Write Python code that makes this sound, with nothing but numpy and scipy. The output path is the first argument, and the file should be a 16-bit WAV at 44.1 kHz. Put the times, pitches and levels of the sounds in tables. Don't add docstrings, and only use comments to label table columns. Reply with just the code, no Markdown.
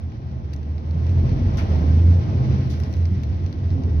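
import sys
import numpy as np
from scipy import signal
from scipy.fft import rfft, irfft, dct
from scipy.io import wavfile

SR = 44100
rng = np.random.default_rng(int(sys.argv[2]) if len(sys.argv) > 2 else 0)


def inscribe(sig):
    pcm = np.round(np.clip(np.atleast_2d(sig).T, -1, 1) * 32767)
    wavfile.write(sys.argv[1], SR, pcm.astype(np.int16))


N = 176400
T, HZ = np.arange(N) / SR, np.maximum(np.arange(N // 2 + 1) * SR / N, 1)

# t/s, f/Hz
FIRING_RATE = [(0, 38.03), (.3, 37.17), (.7, 37.88), (1.05, 41.71), (1.4, 47), (1.7, 50), (1.95, 54.5),
               (2.2, 59.5), (2.4, 63.86), (2.55, 65.7), (2.68, 64), (2.9, 58.03), (3.15, 56.6),
               (3.35, 48.15), (3.55, 45.8), (3.75, 42.7), (4, 38.49)]
# t/s, level/dB
ENGINE_LOAD = [(0, -16.5), (.5, -5.5), (.7, -3.5), (.95, -3.5), (1.15, -1.5), (1.5, -0.5), (1.65, -1),
               (1.9, 2), (2.12, 3.5), (2.3, -2), (2.6, 0.5), (2.7, -10), (2.92, -13), (3.0, -2),
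               (3.15, -3.5), (3.3, -8), (3.6, -4.5), (3.72, -3), (3.83, -4), (3.95, 0.5)]
# cycles per crank turn, level/dB, dB per dB of load
ENGINE_ORDERS = [(2, -22.5, 3.8), (3, -18, 1), (4, -17, 1.5), (5, -36.5, 3.5), (6, -23.5, 1.97),
                 (7, -36.5, 0), (8, -33.5, 2.4), (10, -29.5, 1), (12, -38.5, -0.1)]
# f/Hz, gain/dB
CABIN_RESPONSE = [(30, -20), (41, -13.5), (46, -0.5), (49, -7.5), (54, -24.5), (63, -27), (74, -4.5),
                  (80, -3), (86, 1), (93, -7.5), (103, -17), (117, -19), (126, -3), (131, -5.5), (141, -3),
                  (152, -12.5), (175, -14), (200, -18.5), (235, -9.5), (400, -25.5)]
# t/s, level/dB
BOOM_LEVEL = [(0, -28), (.5, -31.5), (.9, -32.5), (1.3, -21), (1.7, -27.5), (2.1, -25.5), (2.5, -21.5),
              (2.9, -26.5), (3.3, -24.5), (3.6, -29.5), (4, -23.5)]
# f/Hz, gain/dB
BOOM_COLOUR = [(20, -46.5), (32, -39), (44, -13), (58, -17.5), (70, -5.5), (83, 5.5), (96, -5.5),
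               (112, -4.5), (140, -9.5), (200, -38)]
# t/s, level/dB
RUMBLE_LEVEL = [(0, -41.5), (.15, -40.5), (.8, -38), (1.05, -33.5), (1.28, -28), (1.6, -30), (1.82, -27),
                (2.1, -29.5), (2.5, -28.5), (2.9, -34), (3.3, -34), (3.68, -35), (3.8, -28), (4, -31)]
# f/Hz, gain/dB
RUMBLE_COLOUR = [(100, -20), (135, -1), (170, -1.5), (200, 0.5), (235, -1), (280, -2), (360, -8),
                 (420, -12.5), (520, -17), (800, -51.5)]
# t/s, level/dB
ROAR_LEVEL = [(0, -50.5), (.3, -50.5), (.75, -49.5), (1, -45), (1.27, -41.5), (1.45, -41.5), (1.75, -38),
              (2.1, -42), (2.3, -40), (2.53, -39.5), (2.7, -47.5), (2.82, -42.5), (2.95, -46.5),
              (3.65, -48), (3.85, -45), (4, -47)]
# f/Hz, gain/dB
ROAR_COLOUR = [(300, -28.5), (450, -2.5), (520, -2.5), (600, -3.5), (730, -6), (900, -7), (1070, -7),
               (1250, -14), (1700, -22.5)]
# t/s, level/dB
HISS_LEVEL = [(0, -57), (.3, -56.5), (.75, -56), (1, -52), (1.3, -46.5), (1.5, -47.5), (1.75, -44),
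              (2.2, -47.5), (2.55, -45), (2.8, -48), (3.1, -50), (3.6, -52), (3.8, -52), (4, -52)]
# f/Hz, gain/dB
HISS_COLOUR = [(800, -24.5), (1250, 3.5), (1700, 3.5), (1950, 3.5), (2300, 3.5), (2700, 1.5), (3500, 0.5),
               (4500, 0.5), (5800, -1), (6500, -4.5), (7500, -13), (9000, -23)]
# t/s, level/dB, f/Hz
ROAD_BUMPS = [(0.931, -28, 169.9), (1.38, -25, 238.7), (1.77, -22.5, 175), (3.099, -26, 191.7),
              (3.749, -25, 260.7)]
# t/s, level/dB, hold/s, t60/s, low f/Hz, top f/Hz
VALVE_JETS = [(1.57, -35.5, 0.018, 0.19, 2960, 12860), (1.58, -36.5, 0.02, 0.21, 1202, 2863),
              (2.697, -39, .018, .22, 3020, 12100)]
# t/s, level/dB, crack f/Hz
TRIM_TICKS = [(0.12, -37, 2850), (0.532, -31.5, 3800), (0.5375, -28.5, 2062), (0.536, -26, 7550),
              (.5635, -33, 6500), (0.6307, -36, 4190), (0.7808, -33.5, 4300), (0.9096, -34, 4418),
              (1.067, -31, 4260), (1.094, -29, 6500), (1.293, -28.5, 4300), (2.8008, -23, 9500),
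              (2.8358, -26.5, 6000), (2.9275, -30.5, 6500), (2.939, -29.5, 4374), (2.9677, -30, 6500),
              (3.055, -28.5, 4600), (3.060, -36, 5523), (3.2346, -24.5, 4000), (3.236, -33.5, 2000),
              (3.236, -34, 7000), (3.463, -29, 4200), (3.5272, -28, 4260), (3.7048, -33, 4400),
              (3.8361, -30.5, 4379)]
# f/Hz, level/dB, t60/s
TRIM_RING = [(1970, -23, 0.037), (2700, -20.5, .02), (4085, -20, 0.018), (4600, -21.5, 0.012)]
# t/s, level/dB
AIR_LEVEL = [(0, -67), (.75, -67), (1.1, -56.5), (1.5, -57), (1.75, -51.5), (2.1, -53.5), (2.35, -59),
             (2.65, -53.5), (2.85, -51), (3.2, -60), (3.55, -63), (4, -60.5)]
# f/Hz, gain/dB
AIR_COLOUR = [(6500, -13), (8000, -5.5), (9200, 0.5), (9900, 3.5), (10700, -5.5), (11400, -3.5),
              (12600, -8), (14300, -3.5), (15000, -3), (16000, -7)]
# f/Hz, width/Hz, lift/dB
PANEL_RESONANCES = [(359, 16, 3), (423, 9.7, 4), (645.5, 14, 7), (818, 28, 3), (1053, 16, 7.5),
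                    (1240, 24, 3.5), (1575, 11, 6), (1937, 20, 8.5), (2150, 20, 4.5), (2180, 31, 1.5),
                    (2600, 45, 1), (3140, 20, 4.5)]
# f/Hz, coherence
MIC_COHERENCE = [(60, 0.89), (140, 0.99), (230, 0.8), (330, 0.87), (450, 0.27), (750, 0.94), (1150, 0.69),
                 (1700, .25), (4000, 0.2), (12000, 0.22)]
# f/Hz, lag/ms
RIGHT_MIC_LAG = [(100, 0.12), (200, 0.076), (500, 0.35), (750, 0.23), (1100, 0.48), (4000, .46)]
# f/Hz, gain/dB
LEFT_MIC_RESPONSE = [(80, 0.66), (170, 1.5), (280, -2), (500, 1), (3500, -3), (5000, -1.5), (5900, 1),
                     (6400, -8), (6900, -14), (7300, -30.5), (7900, -20), (15000, -15)]
# f/Hz, gain/dB
RIGHT_MIC_RESPONSE = [(80, 2.42), (170, 0.5), (280, -2), (500, 0.5), (3500, -2.5), (5000, -8.5),
                      (5900, -17), (6400, -16), (6900, -23.5), (7300, -29.5), (7900, -28), (15000, -17)]


def engine(wobble=0.0027, shudder_db=1.5):
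    crank_hz = in_time(FIRING_RATE) / 2 * (1 + wobble * drift(6.2))
    turns = np.cumsum(crank_hz) / SR
    load_db = in_time(ENGINE_LOAD)
    out = 0
    for order, db, load_slope in ENGINE_ORDERS:
        cabin_db = at_hz(CABIN_RESPONSE, order * crank_hz)
        level_db = db + load_slope * load_db + cabin_db + shudder_db * drift(24)
        out += from_db(level_db) * np.sqrt(2) * np.sin(2 * np.pi * (order * turns + rng.random()))
    return out


def body_rumble():
    boom = cabin_noise(BOOM_LEVEL, BOOM_COLOUR, flutter_db=0.4)
    rumble = cabin_noise(RUMBLE_LEVEL, RUMBLE_COLOUR, flutter_db=0.23)
    return boom + rumble


def tyres():
    roar = cabin_noise(ROAR_LEVEL, ROAR_COLOUR, flutter_db=0.74)
    hiss = cabin_noise(HISS_LEVEL, HISS_COLOUR, flutter_db=1.0)
    return roar + hiss


def bumps(rise_s=0.023):
    out = 0
    for start_s, db, hz in ROAD_BUMPS:
        age = np.clip((T - start_s) / rise_s, 0, 20)
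        swell = age * np.exp(1 - age)
        out += from_db(db) * swell * np.sin(2 * np.pi * (hz * T + rng.random()))
    return out


def air_valve(attack_s=0.0019):
    out = 0
    for start_s, db, hold_s, t60, low_hz, top_hz in VALVE_JETS:
        rise = np.clip((T - start_s) / attack_s, 0, 1)
        decay = from_db(-60 * np.clip((T - start_s - hold_s) / t60, 0, 2))
        jet = rms_one(band(rng.standard_normal((2, N)), low_hz, top_hz))
        out += from_db(db) * rise * decay * jet
    return out


def trim_tick(db, hz, crack_t60=.006, tail_t60=.06, tail_db=-14, lag_s=.00046, pan_db=1.0):
    def colour(noise):
        peak = signal.lfilter(*signal.iirpeak(hz, Q=2.5, fs=SR), noise)
        return peak + .35 * band(noise, 1200, 22000)

    t = T[:SR // 10]
    crack = colour(rng.standard_normal(len(t)) * from_db(-60 * t / crack_t60))
    tail = colour(rng.standard_normal((2, len(t))) * from_db(tail_db - 60 * t / tail_t60))
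    ring = sum(from_db(mode_db - 60 * t / t60) * np.sin(2 * np.pi * (mode_hz * t + rng.random()))
               for mode_hz, mode_db, t60 in TRIM_RING)
    left = crack / np.abs(crack).max() + ring
    right = np.interp(t - lag_s, t, left, left=0)
    return from_db([[db + pan_db], [db - pan_db]]) * (np.array([left, right]) + tail)


def loose_trim():
    out = np.zeros((2, N + SR))
    for start_s, db, hz in TRIM_TICKS:
        tick, start = trim_tick(db, hz), int(start_s * SR)
        out[:, start:start + tick.shape[1]] += tick
    return out[:, :N]


def window_air():
    return cabin_noise(AIR_LEVEL, AIR_COLOUR, flutter_db=1.1)


def cabin_noise(level, colour, flutter_db):
    gain = from_db(in_time(level) + flutter_db * drift(16))
    mid, side = rfft(rng.standard_normal((2, N)))
    coherence = at_hz(MIC_COHERENCE, HZ)
    pair = np.sqrt(1 + coherence) * mid + np.sqrt(1 - coherence) * side * [[1], [-1]]
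    pair[1] *= np.exp(-2j * np.pi * HZ * at_hz(RIGHT_MIC_LAG, HZ) / 1000)
    low_hz, top_hz = colour[0][0] / 2, colour[-1][0] * 2
    skirts = 1 / (1 + (HZ / top_hz) ** 4) / (1 + (low_hz / HZ) ** 4)
    panels_db = sum(lift / (1 + (2 * (HZ - hz) / width) ** 2) for hz, width, lift in PANEL_RESONANCES)
    spectrum = pair * skirts * from_db(at_hz(colour, HZ) + panels_db)
    return gain * rms_one(irfft(spectrum, N))


def from_db(db):
    return 10 ** (np.asarray(db) / 20)


def rms_one(x):
    return x / np.sqrt(np.mean(x ** 2) + 1e-20)


def in_time(rows):
    return np.interp(T, *np.transpose(rows))


def at_hz(rows, hz):
    f, value = np.transpose(rows)
    return np.interp(np.log(hz), np.log(f), value)


def drift(rate_hz):
    return rms_one(irfft(rfft(rng.standard_normal(N)) / (1 + (HZ / rate_hz) ** 2), N))


def band(x, low_hz, top_hz):
    edges_hz = [low_hz, min(top_hz, SR / 2 - 1000)]
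    return signal.sosfilt(signal.butter(2, edges_hz, "band", fs=SR, output="sos"), x)


def scene():
    return engine() + body_rumble() + tyres() + window_air() + bumps() + air_valve() + loose_trim()


def record(dry):
    response = from_db([at_hz(LEFT_MIC_RESPONSE, HZ), at_hz(RIGHT_MIC_RESPONSE, HZ)])
    response = np.repeat(response, 2, axis=1)[:, :N]
    coloured = dct(dct(dry, norm="ortho") * response, type=3, norm="ortho")
    top_cut = signal.ellip(10, .1, 80, 15800, fs=SR, output="sos")
    return signal.sosfilt(top_cut, coloured)


dry = scene()
out = record(dry)
inscribe(out)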